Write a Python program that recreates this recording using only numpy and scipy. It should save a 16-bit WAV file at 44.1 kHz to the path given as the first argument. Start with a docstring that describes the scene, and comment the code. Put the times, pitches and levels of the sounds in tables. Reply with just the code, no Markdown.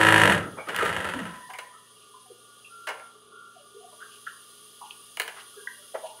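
"""Industrial sewing machine in a small workshop

A fast run of stitches brakes, a slower run follows and stops: periodic impacts ring the cast head and table,
the swinging linkage adds shaft harmonics, and a thin ring is heard as the shaft comes to rest.
Presser foot and levers clack, short bumps and faint blips sound and the work rustles: shaped noise.
The clutch motor idles throughout as sines and filtered noise, over shaped noise for air and hiss.
"""
import sys
import numpy as np
from scipy import signal
from scipy.fft import rfft, irfft, next_fast_len
from scipy.io import wavfile
from scipy.ndimage import uniform_filter1d, map_coordinates

SR = 44100
rng = np.random.default_rng(int(sys.argv[2]) if len(sys.argv) > 2 else 0)


def file_out(sig):
    """Save sig as 16-bit WAV at sys.argv[1]."""
    # one column per channel
    cols = np.atleast_2d(sig).T
    # limit, then scale
    lim = np.clip(cols, -1, 1)
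    pcm = np.round(lim * 32767).astype(np.int16)
    wavfile.write(sys.argv[1], SR, pcm)


N = 273420  # length [samples]

# rotation of the main shaft: (time [s], speed [stitches per second])
SHAFT_SPEED = [(0, 53.9), (.21, 53.9), (.285, 47), (.36, 33), (.41, 17), (.5, 0), (.634, 0), (.694, 17),
               (.81, 28.5), (.88, 29.3), (1.06, 23), (1.2, 17), (1.4, 6), (1.5, 0)]


def amp(db):
    """Level definition: decibels to amplitude gain."""
    return 10 ** (np.asarray(db) / 20)


def unit(x):
    """Power normalisation: scale to rms 1."""
    return x / np.sqrt(np.mean(x ** 2) + 1e-20)


def along(points, hz):
    """Logarithmic frequency scale: interpolate (frequency [Hz], value) points on it."""
    f, value = np.transpose(points)
    return np.interp(np.log(hz + 1), np.log(f + 1), value)


def curve(rows):
    """Linear interpolation: (time [s], value) rows become one value per sample."""
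    s, value = np.transpose(rows)
    return np.interp(np.arange(N) / SR, s, value)


def wobble(rate):
    """Band-limited fluctuation: a smooth random curve through normal knots, rate of them a second."""
    knots = rng.standard_normal(int(N * rate / SR) + 4)
    return map_coordinates(knots, [np.arange(N) * rate / SR])


def coloured(x, gain):
    """Minimum-phase filtering: folding the cepstrum makes a causal filter of the given gain."""
    size = 2 * next_fast_len(len(x) // 2 + 2048)
    hz = np.fft.rfftfreq(size, 1 / SR)
    cepstrum = irfft(np.log(np.maximum(gain(hz), 1e-6)), size)
    cepstrum[1:size // 2] *= 2
    cepstrum[size // 2 + 1:] = 0
    response = np.exp(rfft(cepstrum))
    return irfft(rfft(x, size) * response, size)[:len(x)]


def resonances(modes, hz):
    """Modal superposition: power sum of (centre [Hz], half-power width [Hz], level [dB]) resonances."""
    return np.sqrt(sum(amp(db) ** 2 / (1 + ((hz - centre) / (width / 2)) ** 2) for centre, width, db in modes))


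def noise(spectrum):
    """Spectral shaping: noise of rms 1 with a (frequency [Hz], level [dB]) spectrum."""
    return unit(coloured(rng.standard_normal(N), lambda hz: amp(along(spectrum, hz))))


def strike(gain, rise, t60):
    """Impact excitation: a noise burst (rise constant and t60 in s) filtered by gain, near rms 1 at its height."""
    t = np.arange(SR // 2) / SR
    shape = (1 - np.exp(-t / max(rise, 1e-4))) ** 2 * amp(-60 * t / t60)
    ring = coloured(rng.standard_normal(len(t)) * shape, gain)
    return unit(ring) * np.sqrt(np.mean(shape ** 2)) / shape.max()


def add(track, s, sound):
    """Linear superposition: mix a sound into the track at s seconds."""
    part = track[round(s * SR):][:len(sound)]
    part += sound[:len(part)]


def swell(start, end, db, attack, t60):
    """Growth and decay: gain that rises to db at start, holds until end and dies away exponentially."""
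    t = np.arange(N) / SR
    growth = np.exp(-(np.minimum(t - start, 0) / attack) ** 2)
    return amp(db - 60 * np.maximum(t - end, 0) / t60) * growth


def room(x, wet_db):
    """Reverberation: convolution with exponentially decaying noise whose decay time depends on frequency."""
    # decay of the workshop: (frequency [Hz], t60 [s])
    decay_times = [(150, 0.52), (1500, 0.42), (4000, 0.24), (12000, 0.24)]
    hz, _, z = signal.stft(rng.standard_normal(SR // 2), SR, nperseg=256)
    t = np.linspace(0, .5, z.shape[1])
    decay = amp(-60 * t / along(decay_times, hz)[:, None])
    tail = signal.istft(z * decay, SR, nperseg=256)[1]
    tail /= np.linalg.norm(tail)
    return x + amp(wet_db) * signal.fftconvolve(x, tail)[:N]


def effort(speed):
    """Load dependence: gains [dB] of clatter and rumble grow with speed, thick work and braking."""
    # the needle labours where the work is thick: (start [s], end [s], extra clatter [dB])
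    thick_work = [(0.313, .335, 5), (0.805, 0.881, 3), (1.054, 1.1, 2)]
    thick_edge_s = 0.014
    # gain at full speed, and its loss each time the speed halves
    steel_db, steel_halving_db = -20.5, 9
    rumble_db, rumble_halving_db = -31.5, 10
    brake_db, brake_rate = 11, 215  # limit of the change [dB], its scale [stitches per second, per second]
    t = np.arange(N) / SR
    halvings = -np.log2(np.maximum(speed / speed.max(), .01))
    load_db = sum(db * np.exp(-((t - np.clip(t, start, end)) / thick_edge_s) ** 2)
                  for start, end, db in thick_work)
    acceleration = uniform_filter1d(np.gradient(speed) * SR, size=2048)
    braking = -np.tanh(acceleration / brake_rate)  # negative, so quieter, while speeding up
    clatter_db = steel_db - steel_halving_db * halvings + load_db
    return clatter_db, rumble_db - rumble_halving_db * halvings + brake_db * braking


def stitching(ring_t60=0.03, ring_rise=0.00037, rattle_turn=0.34, rattle_db=-1.5, scatter_db=2.63,
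              modes_db=8, table_t60=0.12, belt_db=-3, bearing_db=-14, low_hz=85, jitter_s=.00009):
    """Periodic impact excitation: each shaft turn repeats steel contacts that ring head and table."""
    # needle bar, hook, feed dog, take-up lever: (phase [share of a turn], level [dB])
    contacts = [(.63, -5.5), (.8, -11.5), (0.13, -13), (0.31, -13.5)]
    # cast-iron head: (frequency [Hz], gain [dB])
    head_gain = [(200, -25.5), (350, -1.5), (550, -3.5), (690, -8), (900, -1.5), (1150, -6.5), (1330, 0),
                 (1600, -7.5), (1900, 1), (2350, -10), (3300, -11), (5600, -26.5), (9900, -18),
                 (15000, -38.5)]
    # ringing of the head: (centre [Hz], width [Hz], level before modes_db [dB])
    head_modes = [(1330, 180, -5.5), (1564, 95, 2), (1850, 360, -17), (2500, 37, -4), (2950, 340, -5.5)]
    # table top: (frequency [Hz], gain before the low cut [dB])
    table_gain = [(24, -43), (40, -37), (54, -2.5), (97, 2.5), (172, 3.5), (222, -8.5), (358, -2),
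                  (418, -14), (460, -3), (700, -5), (910, -19), (1540, -120)]
    speed = curve(SHAFT_SPEED)
    clatter_db, rumble_db = effort(speed)
    turns = np.cumsum(speed) / SR
    pace, running = speed / speed.max(), np.tanh(speed / 5)
    t = np.arange(SR // 4) / SR
    head_decay = (1 - np.exp(-t / ring_rise)) * amp(-60 * t / ring_t60)
    table_decay = amp(-60 * t / table_t60)
    steel, wood, play = np.zeros((3, N))
    for share, db in contacts:
        at = np.flatnonzero(np.diff(np.floor(turns - share)))
        shift = np.round(jitter_s * SR * rng.standard_normal(len(at))).astype(int)  # bearing play
        at = np.clip(at + shift, 0, N - 1)
        blows = np.zeros(N)
        blows[at] = amp(db + scatter_db * rng.standard_normal(len(at)))
        head_ring = rng.standard_normal(len(t)) * head_decay
        table_ring = rng.standard_normal(len(t)) * table_decay
        steel += signal.fftconvolve(blows * np.sqrt(pace), head_ring)[:N]
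        wood += signal.fftconvolve(blows / np.sqrt(speed + 10), table_ring)[:N]
        play += amp(db) * np.exp(-((turns - share) % 1) / rattle_turn)
    # loose joints rattle after each contact, dying away over a share of the turn
    rattle = amp(rattle_db) * unit(running * play * rng.standard_normal(N))
    # bearings and belt rub for as long as the shaft turns
    bearings = amp(bearing_db) * unit(running * rng.standard_normal(N))
    belt = amp(belt_db) * unit(running * rng.standard_normal(N))

    def head(hz):
        return amp(along(head_gain, hz)) * (1 + amp(modes_db) * resonances(head_modes, hz))

    def table(hz):
        return amp(along(table_gain, hz)) / (1 + (low_hz / (hz + 1)) ** 4)

    steel = coloured(unit(steel) + rattle + bearings, head)
    wood = coloured(unit(wood) + belt, table)
    clatter = room(amp(clatter_db) * unit(steel), wet_db=-9.5)
    rumble = room(amp(rumble_db) * unit(wood), wet_db=-5)
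    return np.sqrt(np.mean(running ** 2)) * (clatter + rumble)


def linkage(steepness=6):
    """Unbalanced rotation: the linkage shakes the frame at shaft multiples, fading fast as speed drops."""
    # harmonics of the shaft: (multiple of its rate, mean level at full speed [dB])
    harmonics = [(2, -37.5), (6, -31.5), (7, -54), (8, -45), (9, -47), (10, -31), (14, -41), (17, -41),
                 (19, -41)]
    speed = curve(SHAFT_SPEED)
    turns = np.cumsum(speed) / SR
    tones = sum(amp(db + wobble(33)) * np.sin(2 * np.pi * (k * turns + rng.random())) for k, db in harmonics)
    return np.sqrt(2) * tones * (speed / speed.max()) ** steepness


def run_down(attack_s=.14, t60=0.82):
    """Narrow-band resonance: a thin metallic ring of steadied envelope hangs on as the shaft comes to rest."""
    # resonances, whose gain is squared below: (centre [Hz], width [Hz], level [dB])
    ring_modes = [(1003, 34, 11.5), (1803, 78, 4.5), (1926, 27, 5)]
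    # full strength: (start [s], end [s], level [dB])
    ring_swell = (1.07, 1.63, -47)
    ring = coloured(rng.standard_normal(N), lambda hz: resonances(ring_modes, hz) ** 2)
    power = np.abs(uniform_filter1d(ring ** 2, size=2048))
    steadied = ring / np.sqrt(power + 1e-12)
    return swell(*ring_swell, attack_s, t60) * steadied


def clacks(ring_db=-9, thud_db=-15.0, click_db=-16, bright_db=3, dull_db=3, modes_db=6,
           click_life=0.39, thud_life=1.02, thud_top_hz=1400):
    """Contact stiffness: steel stops click, ring the presser bar and thud; quicker contacts are brighter."""
    # presser foot and levers: (time [s], level before the gains of the parts [dB], rise constant [s], t60 [s])
    stops = [(.686, -23.5, 0.00277, .06), (.7624, -13, 0.00033, 0.014), (.851, -24, 0.00072, .08),
             (1.5, -34.5, .001, 0.076), (1.535, -31.5, .001, 0.063), (1.586, -24, 0.0011, 0.048),
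             (2.87, -23.5, .0027, .13), (2.886, -23, 0.00251, 0.11), (2.996, -38, .005, 0.034),
             (5.171, -21.5, 0.00072, 0.019), (5.198, -12.5, 0.00043, 0.051), (5.218, -23, .00012, .025),
             (5.277, -25.5, .001, 0.085)]
    # presser foot: (frequency [Hz], gain [dB])
    foot_gain = [(150, -60), (250, -13), (466, 5.5), (705, 7), (1050, 6.5), (1180, 5.5), (1530, 2.5),
                 (2130, 2.5), (2660, -1), (2950, 1.5), (3630, -12), (4960, -13), (5890, -12), (10100, -8),
                 (15500, -29)]
    # presser bar: (centre [Hz], width [Hz], level before modes_db [dB])
    bar_modes = [(448, 23, -4), (864, 11, 0), (1017, 35, 0.5), (1580, 140, -2), (1824, 21, -11),
                 (2150, 12, 4), (2290, 32, -21), (2870, 96, -12)]
    # bright edge of a clack: (frequency [Hz], gain [dB])
    edge_gain = [(4500, 15), (6000, -5.5), (9500, 15.5), (11500, 7.5), (15000, 4.5)]
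    rebound_s, rebound_loss_db = .018, 13.5  # chatter: time between rebounds, loss at each

    def steel(hz):
        return amp(along(foot_gain, hz)) * (1 + amp(modes_db) * resonances(bar_modes, hz))

    def edge(hz):
        return amp(along(edge_gain, hz))

    def band(gain, lo_hz, hi_hz):
        return lambda hz: gain(hz) / (1 + (lo_hz / (hz + 1)) ** 6 + (hz / hi_hz) ** 6)

    out = np.zeros(N)
    for s, db, rise, t60 in stops:
        start = s - rise / 2
        hardness = np.log2(.001 / rise)  # octaves quicker than a rise of 1 ms
        ring = strike(band(steel, 1390, 6800), rise, t60)
        thud = strike(band(steel, 230, thud_top_hz), 2 * rise, t60 * thud_life)
        add(out, start, amp(db + ring_db) * ring)
        add(out, start, amp(db + thud_db - dull_db * hardness) * thud)
        for k in range(3):
            click = strike(band(edge, 4000, SR / 2), rise / 2, t60 * click_life)
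            level_db = db + click_db + bright_db * hardness - k * rebound_loss_db
            add(out, start + k * rebound_s, amp(level_db) * click)
    return room(out, wet_db=-6.5)


def chance_blips(count=10, level_db=-50, spread_db=3, pitch_hz=1216, spread_octaves=1.11, width=0.075, t60=0.1):
    """Random short tones: faint narrow-band blips at chance times and pitches, as rows of short bursts."""
    # span of the blips: (first time [s], last time [s])
    first, last = (2.0, 6.2)
    rows = []
    for when, size, pitch in rng.random((count, 3)):
        s = first + (last - first) * when
        db = level_db + spread_db * (2 * size - 1)
        centre_hz = pitch_hz * 2 ** (spread_octaves * (2 * pitch - 1))
        rows.append((s, db, centre_hz, width, t60))
    return rows


def short_bursts(rise_share=.09, level_db=-7):
    """Band-limited bursts: faint blips and bumps, each in its own band; longer ones swell more slowly."""
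    # short bursts: narrow blips, handling bumps, and extra ringing of the machine's runs:
    # (time [s], level before level_db [dB], pitch [Hz], half-width [octaves], t60 [s])
    burst_rows = [(.411, -35.5, 1316, 0.11, .46), (.449, -38, 255, 0.9, 0.42),
                  (0.579, -29.5, 784, 0.9, 0.14), (.586, -35, 2295, 0.071, 0.14),
                  (.673, -31, 1224, 0.09, .11), (.685, -32.5, 367, 0.97, .17), (.8, -22.5, 1273, 0.12, .25),
                  (.822, -21.5, 465, 0.46, .13), (1.14, -28.5, 255, 0.22, 0.22),
                  (1.21, -30, 185, 0.41, 0.15), (1.5, -38, 894, 0.31, .22),
                  (1.538, -35.5, 2230, 0.12, 0.073), (1.73, -42, 1265, 0.091, .12),
                  (2.145, -41, 1024, 0.087, 0.16), (2.296, -40.5, 430, 0.22, .097),
                  (2.647, -41, 2640, 0.09, 0.11), (3.555, -44, 697, 0.09, .076),
                  (3.745, -39.5, 434, 0.13, .13), (3.819, -45.5, 717, 0.074, 0.34),
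                  (4.015, -37.5, 1434, 0.25, 0.19), (4.268, -25.5, 1517, 0.22, .065),
                  (4.817, -33.5, 943, 0.27, 0.11), (4.908, -27, 3150, 0.27, .015),
                  (5.37, -37.5, 1290, 0.81, .13), (5.567, -40.5, 435, 0.15, .11),
                  (5.569, -46, 1640, 0.029, .14), (5.647, -48, 995, .053, .23),
                  (5.672, -17, 1750, 0.16, .0097), (5.944, -25, 576, 0.48, 0.1007),
                  (5.95, -30, 1220, 0.74, .075), (6.034, -28, 663, 0.19, .065),
                  (6.042, -38.5, 907, .17, 0.31)]
    out = np.zeros(N)
    for s, db, pitch_hz, octaves, t60 in list(burst_rows) + chance_blips():
        band = lambda hz: 1 / (1 + (np.log2((hz + 1) / pitch_hz) / octaves) ** 4) + 1e-4
        rise = rise_share * t60
        add(out, s - rise, amp(db + level_db) * strike(band, rise, t60))
    return room(out, wet_db=-7)


def cloth(level_db=-1, rest_db=-72, push_s=0.037):
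    """Friction noise: the work rustles unevenly, swelling with each push over the bed."""
    # pushes: (time [s], level before level_db [dB])
    pushes = [(2.03, -59.5), (2.95, -67), (3.6, -65), (4.14, -54.5), (4.3, -57), (4.88, -56), (5.39, -50),
              (6.08, -50.5)]
    # rustle: (frequency [Hz], level [dB])
    rustle_spectrum = [(500, -76), (1500, -45), (2500, -5), (2850, 6), (3500, -3.5), (4600, -10),
                       (7000, -15), (15000, -47)]
    t = np.arange(N) / SR
    pushing = amp(rest_db) + sum(amp(db) * np.exp(-((t - s) / push_s) ** 2) for s, db in pushes)
    folds = amp(4 * wobble(60))
    return amp(level_db) * pushing * unit(folds * noise(rustle_spectrum))


def motor(rotation_hz=59.73, waver_db=1.3, sideband_db=-10, whirr_db=-61, whine_attack_s=.03, whine_t60=0.47):
    """Harmonics of rotation: the idling clutch motor hums, whines with one sideband, and whirrs."""
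    # steady hum: (multiple of the rotation, mean level [dB rms])
    hum_tones = [(2, -75.5), (3, -81.5), (4, -74), (20, -76.5), (24, -96), (25, -83), (28, -82.5)]
    # tones that swell for a while: (start [s], end [s], level [dB rms], multiple of the rotation)
    whine_swells = [(1.95, 5.15, -62.5, 20), (2.74, 3.05, -49.5, 23), (3.35, 3.477, -50, 23)]
    # motor housing, whose gain is squared below: (centre [Hz], width [Hz], level [dB])
    housing_modes = [(419.6, 57, -1), (1164, 77, -0.5), (1428, 17.5, 0.5), (2866, 20, -18),
                     (3350, 600, -8.5)]
    turns = np.cumsum(rotation_hz * (1 + 0.00077 * wobble(4.85))) / SR

    def tone(k):
        waver = amp(waver_db * wobble(6.2))
        return np.sqrt(2) * waver * np.sin(2 * np.pi * (k * turns + rng.random()))

    hum = sum(amp(db) * tone(k) for k, db in hum_tones)
    whine = np.zeros(N)
    for start, end, db, k in whine_swells:
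        pair = tone(k) + amp(sideband_db) * tone(k + 1)
        whine += swell(start, end, db, whine_attack_s, whine_t60) * pair
    whirr = unit(coloured(rng.standard_normal(N), lambda hz: resonances(housing_modes, hz) ** 2))
    return hum + whine + amp(whirr_db + 3.07 * wobble(7.4)) * whirr


def background(air_db=-69, hiss_db=1.5, ripple_db=4.0, top_hz=11500, top_swing=0.67, top_db=4.0):
    """Stationary and modulated noise: still air under a finely rippled hiss that dulls as it sinks."""
    # room air: (frequency [Hz], level [dB])
    air_spectrum = [(24, -42), (40, -24), (65, -9), (113, -7.5), (193, -1), (240, -9.5), (302, -2),
                    (417, 0.5), (659, -2.5), (1000, -12), (1300, -66), (2200, -120)]
    # hiss: (frequency [Hz], level before ripple and treble gain [dB])
    hiss_spectrum = [(300, -75), (1500, -15.5), (2500, -17), (2860, 0), (3200, -1), (4400, -8),
                     (5700, -10.5), (6300, -7), (7000, -12.5), (8400, -11), (9860, 2), (11300, -12.5),
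                     (13300, -18.5), (15000, -20.5)]
    # slow course of the hiss: (time [s], level before hiss_db [dB])
    hiss_course = [(1.6, -55.5), (1.71, -58.5), (2.92, -57), (3.3, -62.5), (3.78, -58), (4.05, -54.5),
                   (5.88, -52.5), (6.2, -54)]
    level_db = curve(hiss_course)
    # random narrow peaks, one knot each 40 Hz
    ripple = lambda hz: amp(ripple_db * map_coordinates(rng.standard_normal(600), [hz / 40]))
    hiss = unit(coloured(noise(hiss_spectrum), ripple))
    high_pass = signal.butter(4, top_hz, "high", fs=SR, output="sos")
    top = signal.sosfiltfilt(high_pass, hiss)
    top_gain = amp(top_db + top_swing * (level_db - level_db.max()))
    hiss = hiss - top + top_gain * top
    return amp(air_db) * noise(air_spectrum) + amp(level_db + hiss_db) * hiss


def scene():
    """Superposition of machine, short sounds and background, in one channel."""
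    machine = stitching() + linkage() + run_down()
    short_sounds = clacks() + short_bursts() + cloth()
    return (machine + short_sounds + motor() + background())[None]


def record(dry):
    """Band limitation: an ideal low-pass keeps nothing above its cutoff."""
    top_hz = 15700
    size = next_fast_len(N + SR // 2)
    passed = np.fft.rfftfreq(size, 1 / SR) < top_hz
    return irfft(rfft(dry, size) * passed, size)[:, :N]


dry = scene()
out = record(dry)
file_out(out)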